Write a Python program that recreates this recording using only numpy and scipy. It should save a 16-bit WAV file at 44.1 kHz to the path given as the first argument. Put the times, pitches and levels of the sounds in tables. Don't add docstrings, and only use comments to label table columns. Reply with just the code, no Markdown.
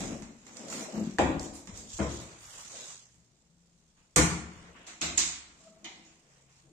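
import sys
import numpy as np
from scipy import signal
from scipy.fft import rfft, irfft, next_fast_len
from scipy.io import wavfile
from scipy.ndimage import uniform_filter1d, minimum_filter1d, map_coordinates

SR = 44100
rng = np.random.default_rng(int(sys.argv[2]) if len(sys.argv) > 2 else 0)


def digitize_waveform(pressure):
    field = np.atleast_2d(pressure).T
    bounded = np.clip(field, -1, 1)
    quanta = np.round(bounded * 32767).astype(np.int16)
    wavfile.write(sys.argv[1], SR, quanta)


def voltage_ratio(level):
    return 10 ** (np.asarray(level, float) / 20)


N = 296715

# t/s, click peak level/dB, then crack, knock and boom level/dB relative to the click
LOW_DRAWER_BLOWS = [
    (0.4667, -45, -4.5, -14, -22),
    (0.7014, -32.5, -15.5, -15, -32),
    (1.1852, -29, -5, 2.5, -5),
    (1.1914, -38, 8, 15.5, 2.5),
    (1.222, -45.5, -0.5, 9, 18.5),
    (1.4296, -36, -28.5, -31, -18),
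    (1.5541, -39.5, -27, -14, -12),
    (1.7748, -36, -31, -41, -16),
]
MID_DRAWER_BLOWS = [
    (1.989, -51, 18.5, 20.5, 11.5),
    (1.9985, -46.5, 12, 5, 16),
    (2.202, -37, -9.5, -21, -20),
    (3.143, -60.5, -8, -18, -2),
    (3.975, -83, 7.5, 6.5, -19),
]
DOOR_BLOWS = [
    (4.1612, -10.5, -15.5, -11, -18),
    (4.1809, -19, -3.5, -14.5, -1.5),
    (4.556, -55.5, -23, -5, 6),
]
GLAZED_BLOWS = [
    (4.8668, -36, -9.5, -18, -28.5),
    (5.0105, -36, -3, -6, -6),
    (5.0145, -20, -7, -20, -22),
    (5.1752, -15, -13.5, -30.5, -37),
    (5.1785, -14.5, -13.5, -34.5, -48),
]
CATCH_BLOWS = [
    (5.8436, -37.5, -2, -9, -20),
    (6.0498, -49, -29, -16, -20.5),
]
TICK_BLOWS = [
    (0.0052, -34, -10, -7.5, -8),
    (0.2218, -43, -5, -13, 0),
    (0.5691, -36, -17.5, -18.5, -23),
    (0.6836, -40.5, -12.5, -10, -18.5),
    (0.7259, -32, -11, -18, -39),
    (1.3951, -35, -39.5, -13, -15),
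    (1.6724, -39.5, -7, -20, -16),
]
# f/Hz, width/Hz, level/dB
LOW_DRAWER_WOOD = [(73, 9, -3), (158, 11, -4.5), (208, 8.4, -7), (265, 36, 6), (355, 25, 8),
                   (498, 570, -0.5), (538, 29, 8), (607, 13, 2), (744, 86, 6), (930, 230, -4),
                   (1342, 210, -8.5), (1560, 450, -7), (2900, 2600, -12)]
MID_DRAWER_WOOD = [(69.6, 6.6, 8), (114, 7.6, 7.5), (164, 23, 4), (297, 180, 9.5), (358, 19, 10),
                   (460, 38, -1.5), (560, 140, 10), (640, 68, 10.5), (830, 240, -2.5), (900, 72, -9),
                   (1500, 90, -3.5)]
DOOR_PANEL_WOOD = [(72, 6.7, 3), (172, 23, -2), (231, 12.4, 4), (305, 40, -2), (357, 25, 0.5),
                   (422, 12, -1.5), (504, 27, -2.5), (716, 110, -6.5), (1000, 120, -3.5), (1156, 70, -3.5),
                   (1420, 100, 2), (1750, 460, -5), (3000, 2000, -6)]
GLAZED_FRAME_WOOD = [(71, 2.4, 4.5), (164, 5.9, 5.5), (222, 12, -7), (266, 59, 2.5), (336.6, 33, 7),
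                     (563, 180, -4.5), (712, 26, 4.5), (825, 42, -8.5), (1400, 400, -18.5)]
CATCH_PANEL_WOOD = [(328, 13, -10), (727, 40, -3), (890, 63, -12), (2050, 140, -8), (2590, 400, -8),
                    (2990, 170, -2.5), (3470, 300, -13)]
# f/Hz, width/Hz, level/dB
OPEN_DRAWER = [(148, 56, -10.5), (217.4, 44, 0.5), (285, 152, -6.5), (440, 190, -7), (655, 280, -7.5)]
# f/Hz, level/dB per Hz
CLICK_SPECTRUM = [(1940, -33.5), (3200, -21.5), (3990, -8), (4580, -9), (5020, -7), (7290, 1),
                  (8760, -12.5), (10300, -21), (14600, -26.5), (15800, -35)]
CRACK_SPECTRUM = [(500, -34), (850, -9), (1430, -9), (1600, -12), (2100, -6), (3050, -12.5), (3800, -14),
                  (4940, -30), (8360, -120)]
# t/s, level/dB, swell/s, f/Hz, left-right level/dB
STEEL_SNAPS = [(0.5692, -37, 0.0003, 4700, -7), (0.6838, -48, .0007, 6500, -6),
               (0.7003, -38, 0.00073, 7000, -11), (0.7275, -40, 0.00063, 6700, -11),
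               (0.9952, -50, 0.002, 6850, 4), (1.001, -45, .0015, 7340, -11),
               (1.1846, -34.5, 0.00071, 4490, 3), (1.1872, -42, 0.0009, 7800, -6),
               (1.3958, -32.5, 0.00049, 4940, -3), (1.7752, -41.5, 0.00056, 6680, -8.5),
               (4.1606, -21.5, 0.0005, 6480, -7.5), (4.1616, -16.5, 0.00048, 8200, -2),
               (4.1632, -16.5, 0.00043, 7000, 1), (4.1652, -20.5, .0006, 6750, 3),
               (4.1772, -20, 0.0005, 6240, 8), (4.1808, -17, 0.00091, 8100, 2),
               (5.0132, -29, 0.00077, 6650, 0.5), (5.0156, -24, 0.00048, 6860, -10),
               (5.0188, -35, 0.00061, 7060, -4), (5.1766, -24, 0.00038, 7300, -15),
               (5.1783, -24.5, 0.00028, 7000, -6), (5.1791, -14, 0.00072, 6940, -9),
               (5.1807, -22, 0.00035, 6960, -11), (5.1822, -23.5, 0.00042, 7100, -8),
               (5.8436, -41, 0.0006, 6400, -7), (5.8462, -46, .001, 6970, -4), (2.7, -44, .0005, 6800, -3),
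               (2.836, -46, .0005, 7000, -3), (2.875, -42, .0005, 7000, -3)]
# t/s, level/dB, swell/s, f/Hz, left-right level/dB
PANEL_KNOCKS = [(0.7268, -38, .0015, 1300, -6), (0.7272, -39, .0008, 2700, -2),
                (1.1842, -25, 0.0017, 1800, -2), (1.1862, -29.5, .0008, 2800, 3),
                (1.1965, -18.5, .002, 640, 3), (1.238, -28, .005, 330, 4), (1.995, -43, .004, 1800, -2),
                (2.012, -43, .006, 1420, -2), (2.029, -37, .002, 600, 5), (2.039, -32, .002, 420, -2),
                (2.066, -37.5, .004, 500, 1), (4.163, -24.5, .0012, 2050, -3), (4.1645, -27, .001, 3800, 3),
                (4.169, -37, .002, 900, 2), (4.183, -30.5, .003, 450, 3), (4.194, -23.5, .003, 330, 0),
                (4.202, -28.5, .003, 520, 6), (4.228, -30.5, .005, 420, 3), (4.21, -34, .004, 1430, -1),
                (4.175, -31, .003, 3890, -2.5), (5.1762, -29, .001, 3700, -2),
                (5.1795, -33.5, .001, 1900, -1.5), (5.847, -46, .002, 3060, 0.5),
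                (5.858, -51, .006, 2900, 0), (5.872, -61, .02, 790, 2), (5.705, -61.5, .01, 200, 2),
                (5.765, -62.5, .008, 200, 4), (6.635, -65, .014, 330, 6), (6.705, -63.5, .01, 335, 5),
                (6.66, -62, .012, 140, 4), (1.69, -45.5, .008, 200, 4), (4.1855, -21, 0.00051, 1000, 2.5),
                (5.848, -65, 0.005, 10850, 0), (2.82, -52, 0.012, 3900, 0)]
# f/Hz, level/dB, t60/s
LOW_DRAWER_RING = [(212.6, -17, 0.73), (280, -16, 0.89), (319, -14.5, 0.9), (524, -12.5, 0.24),
                   (633, 1, 0.13), (742, -23.5, 0.63), (819, -4, 0.14), (912, -18.5, 0.45),
                   (1290, -36.5, 1.4), (1415, -20.5, 0.56)]
MID_DRAWER_RING = [(199.5, -15, 0.26), (330, -22, 0.14), (440, -23, .38), (558, -23, 0.28),
                   (647, -20, 0.28), (830, -26, .12), (1027, -28.5, 0.56)]
DOOR_PANEL_RING = [(309, -5, 0.46), (428.4, -3, 0.14), (497, -3.5, 0.14), (677, -16.5, 0.52),
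                   (1160, -11, 0.2), (1404, -7.5, 0.25), (1460, -12, 0.35), (1780, -17.5, 0.57),
                   (2060, -6, 0.14), (2280, -36.5, 5.0)]
CATCH_PANEL_RING = [(710, -13, 0.1), (796, -31, 1.1), (960, -18.5, 0.64), (2150, -20, 0.29),
                    (2850, -22, 0.76), (3000, -2.5, 0.16)]
GLASS_RING = [(710, -46.5, 0.87), (331, -49, 1), (2250, -55, .5)]
# start t/s, length/s, board level/dB, sides over board level/dB
ROLL_STROKES = [(-.08, 0.2, -38.5, -8), (0.243, 0.061, -53.5, -17), (0.41, 0.32, -53, -9),
                (0.547, 0.27, -48.5, -2.5), (0.75, 0.21, -53, 5.5), (0.923, 0.087, -36, -19),
                (1.258, 0.083, -42, -25.5), (1.657, 0.22, -55.5, -6.5), (2.075, 0.069, -47.5, -20),
                (2.4, 0.29, -72, 1), (2.698, 0.12, -63, 6.5), (4.452, 0.19, -67, 0.5),
                (4.595, 0.11, -64, 1), (4.724, 0.095, -60, -4.5), (5.4, 0.74, -68.5, -6.5),
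                (5.75, 0.25, -62.5, -23), (6.134, 0.36, -81.5, 7.5), (6.623, 0.076, -69.5, -5.5)]
# start t/s, length/s,
# grit level/dB, scrape over grit level/dB
SCUFF_STROKES = [(-.03, 0.08, -42.5, -6), (0.1, 0.056, -71.5, 14.5), (0.306, 0.37, -58.5, -5),
                 (0.47, 0.34, -57.5, 0.5), (0.673, 0.15, -42, -6), (0.85, 0.26, -53, -4.5),
                 (1.387, 0.066, -50.5, -26), (1.523, 0.029, -54, -5.5), (1.72, 0.079, -50, -8.5),
                 (1.842, 0.2, -44.5, -16), (2.066, 0.11, -45, -14), (2.256, 0.092, -57, 0.5),
                 (2.333, 0.39, -49, -6.5), (2.654, 0.25, -45, -9.5), (3.949, 0.062, -75, 3.5),
                 (4.417, 0.27, -63, 5), (4.729, 0.089, -66, 11), (4.857, 0.042, -54.5, 2),
                 (5.306, 0.25, -69, 4.5), (5.564, 0.098, -62, -5), (5.702, 0.16, -76, 4),
                 (5.85, 0.29, -67, -1), (6.202, 0.19, -68.5, -2), (6.441, 0.15, -66, -3.5)]
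# start t/s, length/s, level/dB
SLAB_STROKES = [(-.05, 0.18, -49.5), (0.954, 0.1, -54.5), (1.24, 0.052, -40.5), (1.66, 0.1, -54),
                (1.92, .06, -51), (2.1, .1, -54.5), (2.392, 0.15, -60), (4.53, 0.14, -62),
                (5.046, 0.062, -52), (5.35, 0.1, -72), (5.957, 0.081, -72)]
IDLE_DB = [-72, -83.5, -77, -83, -79]
# f/Hz, level/dB per Hz
GRIT_SPECTRUM = [(1940, -33.5), (3300, -13), (4520, -12), (6110, -8), (7060, -4.5), (8930, -17),
                 (9860, -27), (12100, -34), (14800, -33.5), (15800, -39)]
SCRAPE_SPECTRUM = [(470, -14), (800, -5), (1130, -2), (1540, -4.5), (2830, -4), (3800, -14.5),
                   (4940, -24.5), (8360, -120)]
SLAB_SPECTRUM = [(20, -12.5), (40, -1.5), (72, -8.5), (100, -2.5), (140, -19), (300, -120)]
# t/s, level/dB, length/s
DRAWER_THROBS = [
    (0.947, -40, 0.061),
    (0.975, -30, 0.089),
    (1.017, -27, 0.035),
    (1.033, -32, 0.032),
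    (1.056, -35, .035),
    (1.076, -27, 0.022),
    (1.097, -29.5, 0.019),
    (1.122, -42.5, 0.068),
    (1.153, -40, 0.042),
]
# start t/s, length/s, level/dB
HINGE_SLIPS = [
    (5.596, 0.068, -68.5),
    (5.642, 0.055, -60),
    (5.71, 0.066, -65.5),
]
# start t/s, length/s, level/dB
CLOTH_SWISHES = [
    (0.686, 0.13, -54.5),
    (1.4, 0.05, -63),
    (1.532, 0.04, -54.5),
    (2.373, 0.24, -59),
]
# f/Hz, level/dB per Hz
CLOTH_SPECTRUM = [(5000, -40), (8500, 2), (10000, -5), (15000, -13), (15800, -25.5)]
# start t/s, length/s, level/dB, f/Hz
MOTOR_NOTES = [
    (2.453, 0.77, -72, 121),
    (3.419, 0.31, -72, 170),
    (3.744, 0.27, -79, 158),
    (5.62, 0.11, -69, 189),
    (5.904, 0.12, -66, 167.6),
    (6.197, 0.52, -74.5, 137.2),
]
# f/Hz, level/dB per Hz
AIR_SPECTRUM = [(12, -30), (20, 3), (33, -15), (76, -9.5), (103, -32.5), (139, -8), (160, -9), (178, -8),
                (249, -32.5), (286, -26), (398, -25), (484, -28), (2550, -33), (7100, -40.5), (15000, -60)]
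# f/Hz, t60/s
HALL_DECAY = [(60, 0.24), (160, 0.76), (420, 0.73), (1100, 0.7), (2910, 0.59), (7680, 0.5), (12000, 0.33)]
# f/Hz, left-right likeness
PAIR_LIKENESS = [(60, .96), (200, .95), (400, .85), (700, .6), (1300, -.2), (2400, .05), (4500, -.15),
                 (7200, -.05), (8500, .6), (12000, .05)]
# f/Hz, left-right level/dB
PAIR_TILT = [(60, 4.5), (150, 4.5), (380, 4.5), (950, 1), (2380, 0), (5980, -3.0), (15000, -2.5)]
# f/Hz, share
PHONE_GAPS = [(2200, 0), (3200, .12), (5000, .17), (6000, .1), (7800, .08), (8800, .5), (9800, .66),
              (11000, .58), (15500, .52)]

BOOM_HZ, SOFT_HZ = 225, 3570
SHEEN_HZ, TOP_HZ = 9400, 15550
LEFT_LATE_S = .00036
SNAP_SPREAD = .09
SCUFF_RISE, ROLL_RISE, SLAB_RISE = 0.46, 0.39, 0.28
SCUFF_FADE, ROLL_FADE, SLAB_FADE = 105, 115, 80
BOARD_HZ, BOARD_SAG = 222, 120
UPPER_HZ, UPPER_DB = 329, -11.5
GROAN_HZ, GROAN_SAG = 648, 20
RUMBLE_CUT_HZ = 32


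def unit(x):
    return x / np.sqrt(np.mean(np.abs(x) ** 2) + 1e-20)


def along(points, hz):
    f, v = np.transpose(points)
    return np.interp(np.log(hz + 1), np.log(f + 1), v)


def wobble(rate):
    knots = rng.standard_normal(int(N * rate / SR) + 4)
    return map_coordinates(knots, [np.arange(N) * rate / SR])


def resonant(peaks, f):
    total = 0
    for k, (centre, width, db) in enumerate(peaks):
        damping = 1j * f * width
        total = total + (-1) ** k * voltage_ratio(db) * damping / (centre * centre - f * f + damping + 1e-9)
    return total


def left_right(db):
    return voltage_ratio(np.outer([.5, -.5], db))


def spread(pair, hz):
    turn = np.arccos(np.clip(along(PAIR_LIKENESS, hz), -.9, 1)) / 2
    mid, side = np.cos(turn) * pair[0], np.sin(turn) * pair[1]
    return np.array([mid + side, mid - side]) * left_right(along(PAIR_TILT, hz)) * voltage_ratio(-25 * (hz > TOP_HZ))


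def rush(response, patchy_db, grain_db, rate):
    z = signal.stft(rng.standard_normal((2, N)), nperseg=512)[2]
    field = uniform_filter1d(rng.standard_normal(z.shape[1:]), size=6, axis=0)
    field = uniform_filter1d(field, size=10, axis=1)
    patchy = signal.istft(z * voltage_ratio(patchy_db * unit(field)), nperseg=512)[1][:, :N]
    pair = patchy * voltage_ratio(grain_db * wobble(rate))
    m = next_fast_len(N + 8192)
    hz = np.fft.rfftfreq(m, 1 / SR)
    return unit(irfft(spread(rfft(pair, m), hz) * response(hz), m)[:, :N])


def shaped_rush(spectrum, **grain):
    return rush(lambda hz: voltage_ratio(along(spectrum, hz)), **grain)


def strokes(start, length, db, rise, fade, rest_db=-120):
    t = np.arange(0, N + 64, 64) / SR - np.reshape(start, (-1, 1))
    length, db = np.reshape(length, (-1, 1)), np.reshape(db, (-1, 1))
    swell = np.clip(t / (np.clip(rise, .02, 1) * length), 0, 1)
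    gain = swell * voltage_ratio(db - fade * np.maximum(t - length, 0))
    power = np.sum(gain ** 2, axis=0) + voltage_ratio(rest_db) ** 2
    return np.interp(np.arange(N) / 64, np.arange(len(power)), np.sqrt(power))


def echo(size):
    hz, t, z = signal.stft(rng.standard_normal((2, size)), SR, nperseg=256)
    decay = voltage_ratio(-60 * t / along(HALL_DECAY, hz)[:, None])
    tail = signal.istft(z * decay, SR, nperseg=256)[1][:, :size]
    tail = tail * (1 - np.exp(-np.arange(size) / SR / 0.0018))
    return tail / np.linalg.norm(tail[0])


def contacts(events, wood, direct_db, top_db, dull_db, pan_db, sheen_hz=SHEEN_HZ, lag_s=-.00012):
    out, m, lead = np.zeros((2, N + 2 * SR)), 65536, 256
    hz, t = np.fft.rfftfreq(m, 1 / SR), np.arange(1024) / SR
    tilt = along(PAIR_TILT, hz)
    highs = [p for p in wood if p[0] > BOOM_HZ]
    lows = [p for p in wood if p[0] <= BOOM_HZ] or wood[:1]
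    knock = unit(resonant(highs, hz) / (1 + 1j * hz / SOFT_HZ) ** 2)
    boom = unit(resonant(lows, hz))
    standing = unit(boom * resonant([(c, 4 * w, 0) for c, w, db in lows], hz)) * left_right(tilt)
    click_shape = voltage_ratio(along(CLICK_SPECTRUM, hz) + top_db * (hz > sheen_hz))
    crack_shape = voltage_ratio(along(CRACK_SPECTRUM, hz) - dull_db * np.log2(1 + hz / 1000))
    lag = np.exp(np.outer([-1j, 1j], np.pi * hz * lag_s))
    direct = voltage_ratio(direct_db - 25 * (hz > TOP_HZ)) * left_right(pan_db + tilt) * lag
    for s, db, crack_db, knock_db, boom_db in events:
        envelope = voltage_ratio(-60 * t / 0.022) * np.minimum(t / 0.00026, 1)
        burst = rfft(rng.standard_normal(len(t)) * envelope, m)
        burst = burst / (np.abs(burst) + 1e-9) ** 0.73
        blow = voltage_ratio(-3.0) * unit(burst * click_shape) + voltage_ratio(crack_db + 0.5) * unit(burst * crack_shape)
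        blow = blow + voltage_ratio(knock_db + 5.0) * knock + voltage_ratio(boom_db + 4.5) * boom
        path = direct + spread(rfft(echo(size=40000), m), hz)
        heard = irfft(blow * path + voltage_ratio(boom_db + 2.5) * standing, m)
        sound = np.roll(heard, lead, axis=1)[:, :SR]
        sound[:, :lead] *= np.linspace(0, 1, lead) ** 8
        start = round(s * SR)
        out[:, start:start + SR] += voltage_ratio(db + 23.5) * sound
    return out[:, lead:N + lead]


def drawers():
    low = contacts(LOW_DRAWER_BLOWS, LOW_DRAWER_WOOD, direct_db=-7.0, top_db=0.5, dull_db=6, pan_db=-3.5)
    middle = contacts(MID_DRAWER_BLOWS, MID_DRAWER_WOOD, direct_db=-15.0, top_db=3.5, dull_db=7.0, pan_db=0.5)
    ticks = contacts(TICK_BLOWS, OPEN_DRAWER, direct_db=-7.0, top_db=-6.5, dull_db=5.5, pan_db=-9.0)
    return low + middle + ticks


def doors():
    cupboard = contacts(DOOR_BLOWS, DOOR_PANEL_WOOD, direct_db=-11.5, top_db=6.0, dull_db=3.0, pan_db=-9.5,
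                        sheen_hz=8250, lag_s=LEFT_LATE_S)
    glazed = contacts(GLAZED_BLOWS, GLAZED_FRAME_WOOD, direct_db=-15.5, top_db=-6.5, dull_db=-7.5, pan_db=-1.5,
                      lag_s=LEFT_LATE_S)
    catch = contacts(CATCH_BLOWS, CATCH_PANEL_WOOD, direct_db=-13.0, top_db=-8.0, dull_db=-7.5, pan_db=0,
                     sheen_hz=7100)
    return cupboard + glazed + catch


def snaps(events):
    out, t = np.zeros((2, N + SR)), np.arange(4096) / SR
    share = np.array([[1.3], [.45], [.45]])
    for s, db, swell, hz, pan_db in events:
        luck = rng.standard_normal((4, 3, 1))
        pitch = hz * np.exp(SNAP_SPREAD * luck[0] * [[0], [1], [1]])
        phase = 2 * luck[1] + min(hz / 2500, 1.2) * luck[2:]
        tone = np.sum(share * np.sin(2 * np.pi * pitch * t + phase), axis=1)
        envelope = (t / swell * np.exp(1 - t / swell)) ** 2
        out[:, round(s * SR):][:, :len(t)] += voltage_ratio(db) * left_right(pan_db) * envelope * tone
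    return out[:, :N]


def ringing(s, modes, db, swell):
    out, t = np.zeros((2, N)), np.arange(int(.6 * SR)) / SR
    apart = np.array([[.5], [-.5]])
    for hz, level_db, t60 in modes:
        between = np.arccos(np.clip(along(PAIR_LIKENESS, hz), -1, 1))
        phase = rng.uniform(0, 2 * np.pi) + apart * between
        fade_db = level_db - 60 * t / np.clip(t60, .05, 1) + 4.1 * wobble(35)[:len(t)]
        fade_db = fade_db + apart * along(PAIR_TILT, hz)
        tone = np.sin(2 * np.pi * hz * t + phase)
        out[:, round(s * SR):][:, :len(t)] += voltage_ratio(db + fade_db) * (1 - np.exp(-t / swell)) * tone
    return out


def panels():
    out = ringing(1.189, LOW_DRAWER_RING, db=-17.0, swell=0.0063)
    out += ringing(2.001, MID_DRAWER_RING, db=-15.0, swell=0.0045)
    out += ringing(4.163, DOOR_PANEL_RING, db=-19.5, swell=0.013)
    out += ringing(5.015, GLASS_RING, db=0.0, swell=0.014)
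    out += ringing(5.845, CATCH_PANEL_RING, db=-40, swell=0.0073)
    return out


def rolling():
    s, length, db, over_db = np.transpose(ROLL_STROKES)
    board_gain = strokes(s, length, db, ROLL_RISE, ROLL_FADE, IDLE_DB[2])
    sides_gain = strokes(s, length, db + over_db, ROLL_RISE, ROLL_FADE, IDLE_DB[3])
    board = rush(lambda hz: resonant(OPEN_DRAWER[:3], hz), patchy_db=1., grain_db=1.5, rate=25)
    sides = rush(lambda hz: resonant(OPEN_DRAWER[3:], hz), patchy_db=1., grain_db=1.5, rate=40)
    return board_gain * board + sides_gain * sides


def jolt():
    t = np.arange(N) / SR
    out = np.zeros(N)
    upper = voltage_ratio(UPPER_DB) * np.sin(2 * np.pi * UPPER_HZ * t)
    for s, db, length in DRAWER_THROBS:
        swell = np.exp(-((t - s) / length * 4.4) ** 2)
        hz = BOARD_HZ - BOARD_SAG * (s - DRAWER_THROBS[0][0])
        out += voltage_ratio(db) * swell * (np.sin(2 * np.pi * hz * t) + upper)
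    return out


def hinge():
    t = np.arange(N) / SR
    pitch = GROAN_HZ - GROAN_SAG * (t - HINGE_SLIPS[0][0])
    turn = 2 * np.pi * np.cumsum(pitch * (1 + .022 * wobble(90))) / SR
    rough = wobble(120) * np.sin(1.78 * turn) + wobble(90) * np.sin(2 * turn)
    tone = np.sin(turn) + voltage_ratio(-16) * rough
    return strokes(*np.transpose(HINGE_SLIPS), rise=.16, fade=160) * voltage_ratio(2 + 3.2 * wobble(70)) * tone


def sandals():
    s, length, db, over_db = np.transpose(SCUFF_STROKES)
    grit_gain = strokes(s, length, db, SCUFF_RISE, SCUFF_FADE, IDLE_DB[0])
    scrape_gain = strokes(s, length, db + over_db, SCUFF_RISE, SCUFF_FADE, IDLE_DB[1])
    slab_gain = strokes(*np.transpose(SLAB_STROKES), SLAB_RISE, SLAB_FADE, IDLE_DB[4])
    grit = shaped_rush(GRIT_SPECTRUM, patchy_db=1.8, grain_db=1.8, rate=260)
    scrape = shaped_rush(SCRAPE_SPECTRUM, patchy_db=1.6, grain_db=1.2, rate=60)
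    slab = shaped_rush(SLAB_SPECTRUM, patchy_db=.8, grain_db=1.2, rate=8)
    return grit_gain * grit + scrape_gain * scrape + slab_gain * slab


def cloth():
    gain = strokes(*np.transpose(CLOTH_SWISHES), rise=0.24, fade=200)
    return gain * shaped_rush(CLOTH_SPECTRUM, patchy_db=-0.5, grain_db=2.0, rate=100)


def motor():
    turn = 2 * np.pi * np.cumsum(1 + 0.025 * wobble(4.9)) / SR
    hum = np.zeros(N)
    for s, length, db, hz in MOTOR_NOTES:
        hum += strokes(s, length, db, rise=0.38, fade=90) * np.sin(hz * turn)
    return voltage_ratio(3.0 + 2.3 * wobble(5.0)) * hum


def air():
    return voltage_ratio(-70) * shaped_rush(AIR_SPECTRUM, patchy_db=.8, grain_db=.6, rate=6)


def scene():
    blows = drawers() + doors() + snaps(STEEL_SNAPS) + snaps(PANEL_KNOCKS) + panels()
    rubbing = rolling() + sandals() + cloth()
    tones = (jolt() + hinge() + motor()) * voltage_ratio([[1.8], [-1.8]])
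    return blows + rubbing + tones + air()


def starved(x):
    hz, t, z = signal.stft(x, SR, nperseg=1024)
    bands = np.repeat(rng.random((len(hz) // 4 + 1, len(t) // 6 + 2)), 6, axis=1)
    staggered = [np.roll(row, 2 * rng.integers(3)) for row in bands]
    luck = np.repeat(staggered, 4, axis=0)[:len(hz), :len(t)]
    power = np.sum(np.abs(z[:, hz > 3000]) ** 2, axis=(0, 1))
    calm = minimum_filter1d(1. * (power < 3 * np.roll(power, 1)), size=2, origin=-1)
    busy = power > 3 * np.percentile(power, 20)
    empty = calm * busy * (luck < along(PHONE_GAPS, hz)[:, None])
    return signal.istft(z * (1 - .995 * empty), SR, nperseg=1024)[1][:, :N]


def band_limit(x):
    return signal.sosfilt(signal.butter(12, 16450, fs=SR, output="sos"), x)


def record(dry):
    rumble_cut = signal.butter(2, RUMBLE_CUT_HZ, "high", fs=SR, output="sos")
    mix = starved(signal.sosfilt(rumble_cut, dry))
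    return band_limit(mix)


dry = scene()
out = record(dry)
digitize_waveform(out)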